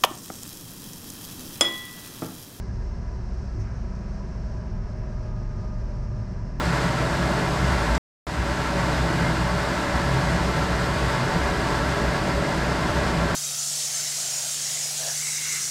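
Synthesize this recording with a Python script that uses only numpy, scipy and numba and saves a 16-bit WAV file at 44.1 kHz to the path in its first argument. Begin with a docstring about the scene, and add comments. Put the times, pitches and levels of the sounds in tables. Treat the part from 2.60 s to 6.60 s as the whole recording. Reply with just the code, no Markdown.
"""A small propeller plane's engine throbs near idle, heard in the cabin as it rolls and slowly loses speed.
Out-of-round tyres drum and their tread whines. Tarmac rumble and propeller wash drive the cabin's
resonances, air hisses past the canopy and loose trim ticks. One bump shakes the airframe.
A limiter holds the peaks down."""
import sys
import numpy as np
from scipy import signal
from scipy.fft import rfft, irfft
from scipy.io import wavfile
from scipy.ndimage import uniform_filter1d, minimum_filter1d
from numba import njit

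SR = 44100
rng = np.random.default_rng(int(sys.argv[2]) if len(sys.argv) > 2 else 0)


def digitize_waveform(pressure):
    """Quantize a signal to 16-bit integers and store it at the path in sys.argv[1].

    Rows of a 2-D input are taken as channels; values are limited to [-1, 1].
    """
    field = np.atleast_2d(pressure).T
    bounded = np.clip(field, -1, 1)
    quanta = np.round(bounded * 32767).astype(np.int16)
    wavfile.write(sys.argv[1], SR, quanta)


N = 176400
TIME_S = np.arange(N) / SR


def undb(db):
    """Decibels to gain."""
    return 10 ** (np.asarray(db) / 20)


def curve(rows):
    """A (time, value) table joined by straight lines."""
    return np.interp(TIME_S, *np.array(rows).T)


def walk(rate_hz):
    """Smooth random wander with a spread near 1."""
    hold = int(SR / rate_hz)
    steps = np.repeat(rng.standard_normal(N // hold + 1), hold)
    return 1.3 * uniform_filter1d(uniform_filter1d(steps, hold), hold)[:N]


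def noise(gain):
    """Noise with amplitude gain(hz) per root Hz."""
    hz = np.arange(N // 2 + 1) * SR / N + 1e-3
    return irfft(rfft(rng.standard_normal(N)) * gain(hz), N) * np.sqrt(SR / 2)


def coloured(spectrum):
    """Noise shaped by (frequency [Hz], density [dB/Hz]) points."""
    points_hz, db = np.array(spectrum).T
    return noise(lambda hz: undb(np.interp(np.log(hz), np.log(points_hz), db, right=-200)))


def resonance(centre_hz, width_hz):
    """Noise through a steep resonance, 0 dB/Hz at the peak."""
    q = centre_hz / width_hz
    return noise(lambda hz: 1 / (1 + (q * (hz / centre_hz - centre_hz / hz)) ** 2 / 2))


def band(centre_hz, width_hz):
    """Noise of rms 1 in a Gaussian band."""
    bell = noise(lambda hz: np.exp(-((hz - centre_hz) / width_hz) ** 2))
    return bell / np.sqrt(width_hz * np.sqrt(np.pi / 2))


def angle(speed_hz):
    """Running angle [rad] at the tabled speed."""
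    return 2 * np.pi * np.cumsum(curve(speed_hz)) / SR


def partial(phase, waver_db, slip_rad, rate_hz):
    """A tone of rms near 1 whose level and phase waver."""
    tone = np.sqrt(2) * np.sin(phase + rng.uniform(0, 2 * np.pi) + slip_rad * walk(rate_hz))
    return tone * undb(waver_db * walk(rate_hz))


def swell(at_s, sigma_s):
    """Gaussian rise and fall, peak 1."""
    return np.exp(-.5 * ((TIME_S - at_s) / sigma_s) ** 2)


# (time [s], throb rate [Hz])
THROB_HZ = [(0, 37.4), (1, 37.05), (1.8, 36.62), (2.1, 36.15), (2.7, 36.1), (3, 36.3), (4, 36.22)]
# (multiple of the throb, level [dB])
ENGINE_PARTIALS = [(.5, -61.5), (1, -36.5), (2, -47.5), (3, -44), (4, -57), (5, -55.5), (6, -54), (12, -68),
                   (24, -66), (27, -67.5)]
# (time [s], gain [dB])
ENGINE_GAIN_DB = [(0, -2), (.7, 0), (1.5, -4), (2.3, 3), (2.7, 1), (3.3, 5.5), (3.75, 0), (4, -5.5)]


def engine(throb, slip_rad=0.034, scatter_db=3):
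    """Firings of uneven timing and strength shake the cabin; the partials line up in one pulse a throb."""
    uneven = throb + slip_rad * walk(30)
    pulses = 0
    for order, db in ENGINE_PARTIALS:
        tone = np.sqrt(2) * np.cos(order * uneven + .2 * walk(6))
        pulses += tone * undb(db + 1.5 * walk(6))
    return pulses * undb(curve(ENGINE_GAIN_DB) + scatter_db * walk(50))


# (time [s], wheel turn rate [Hz])
WHEEL_HZ = [(0, 20.82), (1, 20.42), (2, 19.75), (3, 19.25), (4, 18.65)]
# strongest tyre partial (time [s], level [dB])
DRONE_DB = [(0, -35.5), (.3, -34), (1.25, -34.5), (2, -34), (3, -41.5), (3.5, -32.5), (3.85, -41.5),
            (4, -37)]
# (multiple of the turn, start level [dB], end level [dB])
TYRE_PARTIALS = [(2, -37.5, -49), (4, -57, -54.5), (5, -47.5, -54), (6, -56.5, -45.5), (7, -54.5, -43.5),
                 (8, -56.5, -55), (9, -50.5, -54), (10, -58.5, -50.5), (11, -54.5, -55), (14, -71, -60.5)]
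# (time [s], sigma [s], multiple of the turn, added level [dB])
TYRE_SWELLS = [(1.5, 0.29, 10, -47), (1.801, .4, 8, -48.5), (1.85, 0.54, 9, -48.5), (2.55, 0.12, 6, -47.5),
               (2.75, 0.47, 14, -60), (3.4, 0.19, 10, -47.5), (3.7, 0.3, 7, -43.5)]


def tyre_drum(turn):
    """Out-of-round tyres drum at multiples of the wheel's turn, sinking as the plane slows."""
    drum = undb(curve(DRONE_DB)) * partial(3 * turn, waver_db=0.5, slip_rad=0.19, rate_hz=7)
    for order, start_db, end_db in TYRE_PARTIALS:
        gain = undb(np.linspace(start_db, end_db, N))
        gain += sum(undb(db) * swell(at_s, sigma_s) for at_s, sigma_s, k, db in TYRE_SWELLS if k == order)
        drum += gain * partial(order * turn, waver_db=3.5, slip_rad=0.21, rate_hz=4.93)
    return drum


# (frequency [Hz], density [dB/Hz])
RUMBLE_SPECTRUM = [(8, -71), (22, -57.5), (32, -56), (46, -51), (68, -55), (86, -57.5), (110, -54.5),
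                   (128, -60), (160, -62), (190, -61), (240, -66.5), (290, -79), (500, -100)]
# (time [s], gain [dB])
RUMBLE_GAIN_DB = [(0, -2), (1, -1.2), (2, 0.51), (3, 0.49), (3.6, -0.83), (4, -0.38)]
# (time [s], peak density [dB/Hz])
BOOM_DENSITY = [(0, -51), (.7, -59.5), (1.5, -59.5), (2.3, -52.5), (2.9, -49.5), (3.2, -55.5), (3.6, -47),
                (4, -64)]
BOOM_HZ = 103.6


def tarmac():
    """The runway rumbles through the airframe and drives the cabin's low boom."""
    rumble = coloured(RUMBLE_SPECTRUM) * undb(curve(RUMBLE_GAIN_DB))
    return rumble + resonance(BOOM_HZ, width_hz=23) * undb(curve(BOOM_DENSITY))


# (frequency [Hz], width [Hz], peak density [dB/Hz])
CABIN_MODES = [(368.6, 54.6, -68), (607, 68, -78), (778, 29, -84.5), (970, 43, -77), (1654, 83, -83.5),
               (1833, 30, -86), (2040, 93, -90.5), (2630, 290, -100), (5420, 300, -99)]
# (time [s], gain [dB])
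MODE_GAIN_DB = [(0, 2.5), (.5, 0.5), (1.2, -1.5), (1.6, 0.5), (2.1, 0.5), (2.6, 1), (3.4, -1), (4, 1)]
# one resonance that sings now and then (time [s], level [dB])
SING_DB = [(0, -77), (.2, -66), (.35, -64), (.54, -54), (.62, -67), (1.1, -71), (1.35, -63), (1.6, -59.5),
           (2.02, -61), (2.3, -73), (3.4, -69), (4, -60)]
# (frequency [Hz], density [dB/Hz])
ROAR_SPECTRUM = [(150, -92), (320, -82), (520, -77.5), (690, -77.5), (820, -83), (1150, -82.5),
                 (1450, -85.5), (1650, -85.5), (1850, -92), (2500, -95), (3300, -103), (5000, -112),
                 (9000, -130)]
# (time [s], gain [dB])
ROAR_GAIN_DB = [(0, -1.6), (.6, 0.29), (1.15, 0.39), (1.6, 0.9), (2.1, 0.46), (3, 0.023), (4, -0.51)]


def propeller_wash(throb, throb_depth=0.031, sing_hz=996):
    """Wash and tyres roar and ring the cabin's resonances, pulsing slightly with the engine."""
    modes = sum(undb(db) * resonance(hz, width_hz) for hz, width_hz, db in CABIN_MODES)
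    ringing = modes * undb(curve(MODE_GAIN_DB))
    tone = partial(2 * np.pi * sing_hz * TIME_S, waver_db=0.5, slip_rad=.9, rate_hz=30)
    singing = tone * undb(curve(SING_DB))
    roar = coloured(ROAR_SPECTRUM) * undb(curve(ROAR_GAIN_DB))
    return (roar + ringing + singing) * (1 + throb_depth * np.cos(throb))


def cabin_walls(x, gain_db=-13, decay_s=0.0054):
    """Close reflections from glass and panels ripple the spectrum."""
    t = TIME_S[:int(.06 * SR)]
    tail = rng.standard_normal(len(t)) * np.exp(-t / decay_s)
    return x + undb(gain_db) * signal.fftconvolve(x, tail / np.linalg.norm(tail))[:N]


# (frequency [Hz], density [dB/Hz])
HISS_SPECTRUM = [(2000, -125), (3400, -109), (3900, -102), (4500, -96), (5700, -94), (6500, -100),
                 (7200, -105), (8500, -111), (10000, -119), (12500, -133), (15500, -141)]
# (time [s], gain [dB])
HISS_GAIN_DB = [(0, 0.3), (.5, -0.8), (.9, 0.64), (1.15, 0.5), (1.4, -0.34), (1.85, 0.3), (2.2, -2.1),
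                (2.9, -1.1), (3.3, -0.7), (4, -2)]
# top of the hiss (time [s], peak density [dB/Hz])
SIZZLE_DENSITY = [(0, -122), (.8, -118), (1.1, -116), (1.4, -119), (1.85, -114), (2.1, -124), (2.5, -126),
                  (2.95, -117), (3.2, -125), (4, -123)]


def canopy(flutter_db=0.7):
    """Air hisses past the canopy, fluttering slightly, with a faint whistle."""
    hiss = coloured(HISS_SPECTRUM) * undb(curve(HISS_GAIN_DB))
    sizzle = resonance(7300, width_hz=1900) * undb(curve(SIZZLE_DENSITY))
    whistle = resonance(5360, width_hz=40) * undb(-88.5)
    return cabin_walls((hiss + sizzle) * undb(flutter_db * walk(22))) + whistle


# (time [s], level [dB])
WHINE_DB = [(0, -81), (1, -65.5), (1.55, -56.5), (1.9, -53), (2.12, -57.5), (2.45, -51.5), (2.7, -50.5),
            (2.85, -55.5), (3.25, -50.5), (3.55, -54), (4, -64)]
# (time [s], level [dB])
OCTAVE_DB = [(0, -80), (1, -73.5), (1.25, -61.5), (1.6, -68), (2, -74), (2.25, -58.5), (2.45, -73),
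             (2.7, -59.5), (3.05, -57), (3.45, -62), (3.68, -59), (4, -68)]


def tyre_whine(turn, order=32, neighbour_order=34):
    """The tread sings a thin falling note, with a rougher octave and a brief upper neighbour."""
    note = partial(order * turn, waver_db=2.5, slip_rad=0.55, rate_hz=24)
    tread_noise = undb(-21) * resonance(598, width_hz=77)
    octave = partial(2 * order * turn, waver_db=2, slip_rad=.9, rate_hz=32)
    neighbour = partial(neighbour_order * turn, waver_db=0, slip_rad=0.37, rate_hz=20)
    return ((note + tread_noise) * undb(curve(WHINE_DB))
            + octave * undb(curve(OCTAVE_DB))
            + neighbour * undb(-53.5) * swell(at_s=3.64, sigma_s=0.11))


def trim_ticks(per_s=2.1, gain_db=-70.5, width_hz=6000):
    """Loose trim ticks faintly at random times."""
    times_s = rng.uniform(0, N / SR, int(per_s * N / SR))
    taps = sum(swell(at_s, sigma_s=0.00045) for at_s in times_s)
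    return undb(gain_db) * taps * resonance(7500, width_hz) / np.sqrt(width_hz)


# (time [s], sigma [s], frequency [Hz], width [Hz], level [dB])
FITTING_RUSTLES = [(.99, 0.033, 350, 74, -42.5), (1.018, 0.015, 5750, 930, -54),
                   (1.012, 0.016, 5700, 4500, -64.5), (1.105, 0.063, 1250, 860, -54),
                   (1.05, 0.039, 2250, 630, -59.5), (1.14, 0.045, 5900, 820, -67)]


def bump(jolt_s=1.0, boom_db=-27.5):
    """A jolt makes the airframe boom and its fittings rustle."""
    tone = np.sqrt(2) * np.sin(2 * np.pi * BOOM_HZ * (TIME_S - jolt_s))
    boom = tone * swell(jolt_s, sigma_s=0.045) * undb(boom_db)
    rustle = sum(undb(db) * swell(at_s, sigma_s) * band(hz, width_hz)
                 for at_s, sigma_s, hz, width_hz, db in FITTING_RUSTLES)
    return boom + rustle


def scene():
    """Everything heard in the cabin, in mono."""
    throb, turn = angle(THROB_HZ), angle(WHEEL_HZ)
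    tones = engine(throb) + tyre_drum(turn) + tyre_whine(turn)
    rush = tarmac() + propeller_wash(throb) + canopy()
    return (tones + rush + bump() + trim_ticks())[None]


@njit
def peak_follow(x, release_s):
    """Jumps to each peak and decays exponentially."""
    decay = np.exp(-1 / (release_s * SR))
    envelope, held = np.empty(len(x)), 0.
    for i in range(len(x)):
        held = max(abs(x[i]), held * decay)
        envelope[i] = held
    return envelope


def record(dry):
    """A soft-kneed look-ahead limiter holds the peaks; a steep low-pass cuts the top."""
    limit_db, window_samples, top_hz = -19.5, 220, 15700
    peak = peak_follow(dry[0], release_s=0.019)
    gain = (1 + (peak / undb(limit_db)) ** 6) ** (-1 / 6)
    gain = uniform_filter1d(minimum_filter1d(gain, window_samples), window_samples)
    lowpass = signal.ellip(8, .2, 70, top_hz, fs=SR, output="sos")
    return signal.sosfilt(lowpass, dry * gain)


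dry = scene()
out = record(dry)
digitize_waveform(out)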